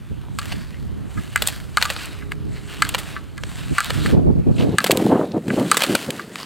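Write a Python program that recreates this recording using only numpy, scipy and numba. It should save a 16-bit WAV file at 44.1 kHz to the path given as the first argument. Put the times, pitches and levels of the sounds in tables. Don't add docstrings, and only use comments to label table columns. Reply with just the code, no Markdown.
import sys
import numpy as np
from scipy import signal
from scipy.fft import rfft, irfft
from scipy.io import wavfile
from scipy.ndimage import uniform_filter1d
from numba import njit

SR = 44100
rng = np.random.default_rng(int(sys.argv[2]) if len(sys.argv) > 2 else 0)


def master(y):
    cut = np.clip(np.atleast_2d(y).T, -1, 1)
    pcm = np.round(cut * 32767)
    wavfile.write(sys.argv[1], SR, pcm.astype(np.int16))


N = 284665
TIME = np.arange(N) / SR

# time in seconds, level in dB.
BREEZE_LEVELS = [(0.0, -42.5), (0.83, -34.5), (1.76, -42.5), (2.12, -36.5), (3.41, -42.5), (3.8, -38),
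                 (4.06, -28), (4.56, -25.5), (4.76, -34), (5.12, -15), (5.32, -31), (5.8, -32),
                 (6.45, -39.5)]
# centre in seconds, peak level in dB, half length in seconds.
WIND_GUSTS = [(0.122, -31.5, 0.018), (1.185, -29.5, 0.026), (3.72, -26, 0.018), (4.141, -18, 0.014),
              (4.182, -18.5, 0.019), (4.287, -19, 0.027), (4.388, -22.5, 0.026), (4.492, -19, 0.028),
              (4.625, -22.5, 0.036), (4.688, -19.5, 0.021), (4.738, -20.5, 0.019), (4.94, -20, 0.041),
              (5.002, -20, 0.0095), (5.061, -19, 0.015), (5.133, -13.5, 0.03), (5.2, -19.5, 0.04),
              (5.366, -18.5, 0.023), (5.514, -20.5, 0.042), (5.599, -16, 0.026), (5.65, -22.5, 0.032),
              (5.917, -18.5, 0.034), (6.091, -23.5, 0.012)]
CUT_HZ, THIN_HZ = 53.2, 185
THIN_FROM_S, THIN_TO_S = 4.37, 5.07
CENTRE_S, CENTRE_DB_PER_S = 4.652, 222
WIND_LEAN = 0.22

# frequency in Hz, level in dB.
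AIR_SPECTRUM = [(150, -9), (330, 9.5), (700, -1), (1200, -1), (2000, -10), (5000, -35)]
# frequency in Hz, level in dB, loudest moment in seconds, half length in seconds.
HUM_TONES = [(301.4, -49, 2.51, 0.73), (411, -48.5, 2.5, 0.56)]

# edge sets, bites fully and lets go in seconds, scrape level at full bite in dB
# ahead of the mix, fade after letting go in dB per second, spray against scrape in dB.
SKI_TURNS = [(0.385, 0.424, 0.55, -42, 57, -9.5), (1.143, 1.395, 1.533, -39, 82, -8),
             (1.798, 1.797, 2.03, -36, 71, -9.5), (2.565, 2.693, 3.11, -39, 99, -11),
             (3.465, 3.757, 4.125, -34.5, 302, -10.5), (4.595, 4.588, 4.615, -36.5, 83, -10),
             (4.804, 4.816, 5.05, -37, 59, -6.5), (5.547, 5.734, 5.92, -30.5, 48, -6.5),
             (6.35, 6.393, 6.44, -39, 53, -9.5)]
GLIDE_DB, GLIDE_SPRAY_DB = -55, -62
SET_DB_PER_S, BITE_S = 167, 0.026
SET_DB, LOAD_DB = -7.5, -7.5
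HISS_UNDER_LOAD_DB = -3
HISS_LEAD_S = 0.0334
EDGE_HISS_HZ, EDGE_HISS_WIDTH = 7910, 0.22
# frequency in Hz, level in dB.
SCRAPE_SPECTRUM = [(380, -22.5), (650, -1), (900, -6), (1300, -1), (2960, -5), (4620, -9), (6000, -16),
                   (7800, -99)]
# frequency in Hz, level in dB.
SPRAY_SPECTRUM = [(4800, -38), (5800, -5.5), (8300, -3.5), (14000, -10), (16000, -14)]
# centre in Hz, width as a share of the centre, dB against scrape.
SKI_FLEX_BANDS = [(1680, 0.21, -10), (2870, 0.15, -9.5), (4030, 0.15, -11)]
# centre in seconds, level at the centre in dB,
# half length in seconds, pitch in Hz.
EDGE_SCUFFS = [(.25, -51, 0.085, 930), (0.738, -48, 0.042, 1980), (1.992, -34, 0.0089, 2280),
               (4.609, -36, .032, 2690), (5.32, -38.5, .004, 3600)]

# start in seconds, tube level in dB, strongest pitch
# in Hz, crack, bright ping and rebound levels in dB, delay of the rebound in seconds.
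GATE_BLOWS = [(0.3873, -25, 1290, -26, -35, -36, 0.028), (1.3586, -14, 1860, -19, -44, -29, 0.016),
              (1.7714, -11, 1360, -20.5, -37, -27.5, 0.011), (2.821, -11, 1720, -20, -24, -27.5, 0.029),
              (3.7825, -11.5, 1420, -29, -27.5, -18.5, 0.022), (4.7842, -11, 1510, -17, -20.5, -23.5, 0.02),
              (5.7148, -9, 1210, -18.5, -15.5, -21, 0.029)]
# frequency in Hz, level in dB.
TUBE_MODES = [(850, -9.5), (1180, 4), (1270, -1), (1380, -0.5), (1560, 1.5), (1680, 1.5), (2030, 1),
              (2240, -2.5), (2460, -2), (2920, 2), (3900, 1), (4550, 4)]
TUBE_T60_S = 0.049
# frequency in Hz, level in dB.
CRACK_SPECTRUM = [(500, -6.5), (1500, -1), (2400, 7), (3400, 0.5), (4500, 7.5), (5500, -7.5), (8200, 2.5),
                  (9500, -7.5), (16000, -13.5)]
# frequency in Hz, level in dB.
PING_SPECTRUM = [(7000, -15), (8250, -0.5), (9300, -15.5)]
REBOUND_CRACK_DB = -5
RATTLE_FROM_S, RATTLE_S = .06, .2
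RATTLE_DB, RATTLE_FADE_DB_PER_S = -20.5, 63
# start in seconds, body level in dB,
# snap level in dB, length of the rattle in seconds, low edge in Hz.
SNOW_SLAPS = [(.52, -27.5, -44, 0.0086, 493), (1.4727, -31.5, -16, 0.0027, 350),
              (1.901, -20.5, -28, 0.0085, 444), (2.947, -16.5, -27, 0.0038, 590),
              (3.904, -20, -35, 0.0042, 300), (4.9152, -21.5, -15.5, 0.003, 1200),
              (5.836, -15.5, -21, 0.0075, 300)]
TOUCH_S, TOUCH_DB = 0.0062, -11
# start in seconds, body level in dB, snap level in dB, length of the rattle in seconds, low edge in Hz.
GEAR_CLACKS = [(.456, -35.5, -40, 0.0032, 500), (1.4212, -21, -19, 0.0052, 350),
               (1.483, -25.5, -25.5, 0.0093, 398), (1.8143, -23.5, -35, 0.0036, 890),
               (1.825, -13, -23, 0.0045, 920), (1.964, -28.5, -54, 0.0024, 596),
               (2.0555, -46, -37, 0.0035, 1500), (2.891, -31, -26, 0.0029, 1500),
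               (2.981, -28.5, -28.5, 0.012, 503), (3.436, -28, -48, 0.0016, 400),
               (3.8452, -54, -29, 0.0012, 1200), (4.8428, -16, -20, 0.0029, 300),
               (4.8631, -20, -25, 0.0087, 800), (4.908, -15.5, -24, 0.0034, 1120),
               (4.973, -35, -22.5, 0.0024, 1200), (5.481, -33.5, -44, 0.0054, 500),
               (5.7692, -15, -16.5, 0.0049, 348), (5.806, -23, -33, .0071, 700),
               (5.8203, -16, -26, 0.002, 400), (5.9503, -14, -20, 0.0042, 400),
               (6.105, -27, -30.5, 0.0022, 1420), (6.357, -28.5, -45, 0.0012, 890)]
# frequency in Hz, level in dB.
BODY_SPECTRUM = [(200, -10), (480, 1.5), (900, -2), (3000, -0.5), (3700, -7), (4500, -4), (5400, -14.5),
                 (7000, -16)]
# frequency in Hz, level in dB.
SNAP_SPECTRUM = [(3500, 4.5), (5700, -8), (8000, 4), (9500, -3), (13500, -4.5), (16000, -10)]
# start in seconds, tube level in dB, strongest pitch
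# in Hz, crack level in dB, nominal ring time in seconds.
POLE_TAPS = [(1.175, -30.5, 1600, -52, 0.1), (1.853, -20, 1210, -24.5, 0.077),
             (2.222, -38, 1680, -62, 0.07), (2.3192, -25, 1860, -36.5, 0.015),
             (3.164, -26, 1560, -66, 0.09), (3.378, -34.5, 1660, -39.5, 0.076),
             (4.06, -22.5, 1870, -29.5, 0.032), (5.503, -23, 1780, -60, 0.041),
             (6.195, -26.5, 1460, -43, 0.06)]
SWING_LEAD_S, SWING_DB, SWING_T60_S = 0.0064, -14, 0.11

# centre in seconds, level in dB, pitch in Hz.
EDDY_POPS = [(4.899, -13, 490), (5.068, -21, 620), (5.162, -13.5, 420), (5.214, -24, 960)]
# start in seconds, level in dB.
CREAK_TICKS = [(6.386, -40), (6.402, -37), (6.4114, -39), (6.431, -34)]
# frequency in Hz, level in dB, ring time in seconds.
TICK_MODES = [(1110, -3.5, .007), (4750, -1, 0.0046)]
TREBLE_DIFFERENCE_S = .000003
TOP_HZ = 16000


def undb(db):
    return 10 ** (np.asarray(db) / 20)


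def unit(x):
    return x / (np.std(x) + 1e-12)


def curves(rows):
    s, *columns = np.transpose(rows)
    return [np.interp(TIME, s, c) for c in columns]


def walk(rate):
    k = max(int(SR / rate), 1)
    steps = np.repeat(rng.standard_normal(N // k + 1), k)
    return unit(uniform_filter1d(uniform_filter1d(steps, k), k)[:N])


def response(points, size=1024):
    hz, db = np.transpose(points)
    f = np.maximum(np.arange(size // 2 + 1) * SR / size, 1)
    octaves_outside = np.maximum(np.log2(hz[0] / f), 0) + np.maximum(np.log2(f / hz[-1]), 0)
    level_db = np.interp(np.log(f), np.log(hz), db) - 20 * np.minimum(octaves_outside, 2)
    cepstrum = irfft(np.log(undb(level_db)))
    cepstrum[1:size // 2] *= 2
    cepstrum[size // 2 + 1:] = 0
    h = irfft(np.exp(rfft(cepstrum)))
    return h / np.linalg.norm(h)


def colour(x, points):
    return signal.oaconvolve(x, response(points))[:len(x)]


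def low_cut(x, hz):
    return signal.sosfilt(signal.butter(N=3, Wn=hz, btype="high", fs=SR, output="sos"), x)


@njit
def svf(x, hz, damping):
    y, band, low = np.empty((2, len(x))), 0., 0.
    for i in range(len(x)):
        g = np.tan(np.pi * hz[i] / SR)
        v = (band + g * (x[i] - low)) / (1 + g * (g + damping))
        y[0, i] = low + g * v
        y[1, i] = x[i] - damping * v - y[0, i]
        band, low = 2 * v - band, 2 * y[0, i] - low
    return y


def band(x, hz, width):
    hz = np.minimum(hz, SR / np.e) * np.ones(len(x))
    return svf(svf(x, hz, 2 * width)[0], hz, 2 * width)[1]


def add(track, s, sound):
    i = int(s * SR)
    track[i:i + len(sound)] += sound[:N - i]


def blow(sound, db):
    return sound * undb(db) * np.sqrt(.01 * SR / np.sum(sound ** 2))


def buffet(db, cut_hz, corner_hz=300, db_per_octave=14, burst_db=2.5, skirt_db=-34, damping=1.99,
           eddy_octaves=.25):
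    corner = corner_hz * np.clip(2 ** ((db + 21.0) / db_per_octave), .45, 3) + 1.21 * cut_hz
    corner = corner * 2 ** (eddy_octaves * walk(30))
    burst = undb(burst_db * walk(220))
    rumble = svf(rng.standard_normal(N) * burst, corner, damping)[0]
    rumble = svf(rumble, corner * 1.25, damping)[0] + undb(skirt_db) * burst * rumble
    rumble = svf(rumble, cut_hz, 1.27)[1]
    rumble = svf(rumble, cut_hz * 0.25, 2.85)[1]
    running_rms = np.sqrt(uniform_filter1d(rumble ** 2, size=1800) + 1e-18)
    return rumble / running_rms * undb(db)


def wind(eddy_db=2.5, eddy_rate=14, side_db=7, side_corner_hz=235, side_cut_hz=62):
    breeze_db, = curves(BREEZE_LEVELS)
    power = undb(breeze_db + eddy_db * walk(eddy_rate)) ** 2
    for s, peak_db, half_s in WIND_GUSTS:
        power = power + undb(peak_db) ** 2 * np.exp(-np.square(np.square((TIME - s) / half_s)))
    db = 10 * np.log10(power)
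    cut_hz = np.interp(TIME, [THIN_FROM_S, THIN_TO_S], [CUT_HZ, THIN_HZ])
    mid = buffet(db, cut_hz)
    side = buffet(db, np.maximum(cut_hz, side_cut_hz), side_corner_hz)
    return mid, undb(side_db) * side


def slope(air_db=-50, side_db=-12, waver_share=.005):
    drift_db = 2 * walk(4)
    mid, side = (unit(colour(rng.standard_normal(N), AIR_SPECTRUM)) * undb(air_db + drift_db)
                 for _ in range(2))
    for hz, db, peak_s, half_s in HUM_TONES:
        cycles = hz * np.cumsum(1 + waver_share * walk(14)) / SR
        swell = np.exp(-np.square((TIME - peak_s) / half_s)) * undb(db + 3.3 * walk(9.2))
        mid = mid + swell * np.sqrt(2) * np.sin(2 * np.pi * cycles)
    return mid, undb(side_db) * side


def edges(chatter_db):
    scrape, spray, hiss = undb(GLIDE_DB) ** 2, undb(GLIDE_SPRAY_DB) ** 2, 1e-12
    for set_s, bite_s, release_s, db, fade_db_per_s, spray_db in SKI_TURNS:
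        load_s = bite_s - BITE_S
        pressure = np.interp(TIME, [set_s, max(set_s, load_s), bite_s], [SET_DB, LOAD_DB, 0])
        pressure = pressure - SET_DB_PER_S * np.maximum(set_s - TIME, 0)
        pressure = pressure - fade_db_per_s * np.maximum(TIME - release_s, 0)
        power = undb(db + chatter_db + np.maximum(pressure, -100)) ** 2
        scrape = scrape + power
        spray = spray + power * undb(spray_db) ** 2
        hiss = hiss + power * np.interp(TIME, [load_s, bite_s], [1, undb(HISS_UNDER_LOAD_DB) ** 2])
    early_hiss = np.interp(TIME + HISS_LEAD_S, TIME, hiss)
    return 10 * np.log10([scrape, spray, early_hiss])


def ski_bands(scrape_db, slide=0.065, slide_rate=6, swell_db=3.0, swell_rate=16, grain_rate=1500):
    out = 0
    for hz, width, db in SKI_FLEX_BANDS:
        grains = (rng.random(N) < grain_rate / SR) * rng.standard_normal(N)
        centre = hz * np.exp(slide * walk(slide_rate))
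        level = undb(scrape_db + db + swell_db * walk(swell_rate))
        out = out + unit(band(grains, centre, width)) * level
    return out


def skis(chatter_db=1.48, swell_db=0.5, crumb_db=1.0, crunch_db=-4, crunch_rate=500, chip_db=-16,
         chip_rate=40, hiss_db=-9, broad_db=-1.5):
    scrape_db, spray_db, edge_db = edges(chatter_db * walk(45) + crumb_db * walk(400))
    crumbs, chips = (unit((rng.random(N) < rate / SR) * rng.laplace(size=N))
                     for rate in (crunch_rate, chip_rate))
    grains = rng.standard_normal((3, N)) + undb(crunch_db) * crumbs + undb(chip_db) * chips
    scrape = colour(grains[0], SCRAPE_SPECTRUM)
    scrape = scrape + .15 * np.interp(TIME - .0009 - .00015 * walk(5), TIME, scrape)
    scrape = unit(scrape) * undb(scrape_db + swell_db * walk(13))
    spray = unit(colour(grains[1], SPRAY_SPECTRUM)) * undb(spray_db)
    hiss = unit(band(grains[2], EDGE_HISS_HZ, EDGE_HISS_WIDTH)) * undb(edge_db + hiss_db)
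    return undb(broad_db) * scrape + ski_bands(scrape_db) + spray + hiss


def scuffs(width=0.31, grain_db=5.0):
    grains = rng.standard_normal(N) * undb(grain_db * walk(500))
    out = np.zeros(N)
    for s, db, half_s, hz in EDGE_SCUFFS:
        swell = np.exp(-np.square((TIME - s) / half_s))
        out += unit(band(grains, hz, width)) * undb(db) * swell
    return out


def contact(decay_s, ragged, size=4096):
    t = TIME[:size]
    chatter = np.exp(ragged * unit(uniform_filter1d(rng.standard_normal(size), size=24)))
    return rng.standard_normal(size) * chatter * np.exp(-t / max(decay_s, 1e-4))


def knock(tube_db, pitch_hz, crack_db, t60_s, focus=0.39, spread_db=1, crack_s=0.0022, ring_db=-17,
          ring_s=0.011, low_hz=560, size=4096):
    t, (hz, db) = TIME[:size], np.transpose(TUBE_MODES)
    rise = 1 - np.exp(-t / .0003)
    hz = hz * (1 + 0.021 * rng.standard_normal(len(hz)))
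    near_pitch = np.exp(-.5 * (np.log2(hz / pitch_hz) / focus) ** 2)
    gain = undb(db) * (near_pitch + undb(spread_db + tube_db))
    gain = gain * np.exp(2j * np.pi * rng.random(len(hz)))
    decay = np.log(1000) / t60_s * np.sqrt(hz / hz[0]) * 2 ** rng.uniform(-0.18, 0.1, len(hz))
    tube = (gain @ np.exp(np.outer(2j * np.pi * hz - decay, t))).imag * rise
    crack = colour(contact(crack_s, 1.0) + undb(ring_db) * contact(ring_s, 1.0), CRACK_SPECTRUM)
    return blow(low_cut(tube, low_hz), tube_db) + blow(crack, crack_db)


def clack(body_db, snap_db, rattle_s, low_hz, ragged=0.46, hollow=0.33, snap_share=0.91):
    body = low_cut(colour(contact(rattle_s, ragged), BODY_SPECTRUM), low_hz)
    body = body + hollow * np.roll(body, int(SR * rng.uniform(0.00055, 0.002153)))
    snap = colour(contact(rattle_s * snap_share, 0.8), SNAP_SPECTRUM)
    return blow(body, body_db) + blow(snap, snap_db)


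def gates(touch_snap_db=-17, loose_snap_db=-4, loose_s=0.006, loose_hz=900, ping_s=0.0023, count=4):
    out = np.zeros(N)
    for s, tube_db, pitch_hz, crack_db, ping_db, rebound_db, rebound_s in GATE_BLOWS:
        ping = blow(colour(contact(ping_s, 0.45), PING_SPECTRUM), ping_db)
        add(out, s, knock(tube_db, pitch_hz, crack_db, TUBE_T60_S) + ping)
        rebound = knock(rebound_db, pitch_hz, rebound_db + REBOUND_CRACK_DB, TUBE_T60_S)
        add(out, s + rebound_s, rebound)
        for late_s in RATTLE_S * (np.arange(count) + rng.random(count)) / count:
            db = tube_db + RATTLE_DB - RATTLE_FADE_DB_PER_S * late_s
            add(out, s + RATTLE_FROM_S + late_s, clack(db, db + loose_snap_db, loose_s, loose_hz))
    for s, body_db, snap_db, rattle_s, low_hz in SNOW_SLAPS:
        graze = clack(body_db + TOUCH_DB, snap_db + touch_snap_db, rattle_s, low_hz)
        add(out, s - TOUCH_S, graze)
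        add(out, s, clack(body_db, snap_db, rattle_s, low_hz))
    return out


def clatter():
    out = np.zeros(N)
    for s, tube_db, pitch_hz, crack_db, t60_s in POLE_TAPS:
        brush = knock(tube_db + SWING_DB, pitch_hz, crack_db + SWING_DB, SWING_T60_S)
        add(out, s - SWING_LEAD_S, brush)
        add(out, s, knock(tube_db, pitch_hz, crack_db, t60_s))
    for s, *hit in GEAR_CLACKS:
        add(out, s, clack(*hit))
    return out


def scatter(x, wet_db=-26, t60_s=0.74, size=24000):
    tail = rng.standard_normal(size) * undb(-60 * TIME[:size] / t60_s)
    echo = signal.oaconvolve(x, tail / np.linalg.norm(tail))[:N]
    return undb(wet_db) * colour(echo, [(400, 13), (1500, 10.5), (4000, -14), (12000, 7.5)])


def pops():
    out = np.zeros(N)
    for s, db, hz in EDDY_POPS:
        cycles = hz * (TIME - s)
        out += blow(np.exp(-2 * np.square(cycles)) * np.sin(2 * np.pi * cycles), db)
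    return out


def creak(size=1024):
    out, t = np.zeros(N), TIME[:size]
    tick = sum(undb(db - 60 * t / t60_s) * np.sin(2 * np.pi * hz * t) for hz, db, t60_s in TICK_MODES)
    for s, db in CREAK_TICKS:
        add(out, s, blow(tick, db))
    return out


def treble_difference(x):
    return x + np.outer([.5, -.5], np.gradient(x) * TREBLE_DIFFERENCE_S * SR)


def scene():
    width = undb(-CENTRE_DB_PER_S * np.maximum(TIME - CENTRE_S, 0))
    poles = gates() + clatter()
    mid, side = np.array(wind()) + np.array(slope())
    racer = treble_difference(poles + skis() + scuffs() + creak())
    wide = np.outer([1 - WIND_LEAN, -1 - WIND_LEAN], width * side)
    return racer + scatter(poles) + pops() + mid + wide


def record(dry):
    rounded = dry / (1 + dry ** 6) ** (1 / 6)
    return signal.sosfiltfilt(signal.ellip(8, .1, 50, TOP_HZ, fs=SR, output="sos"), rounded)


dry = scene()
out = record(dry)
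master(out)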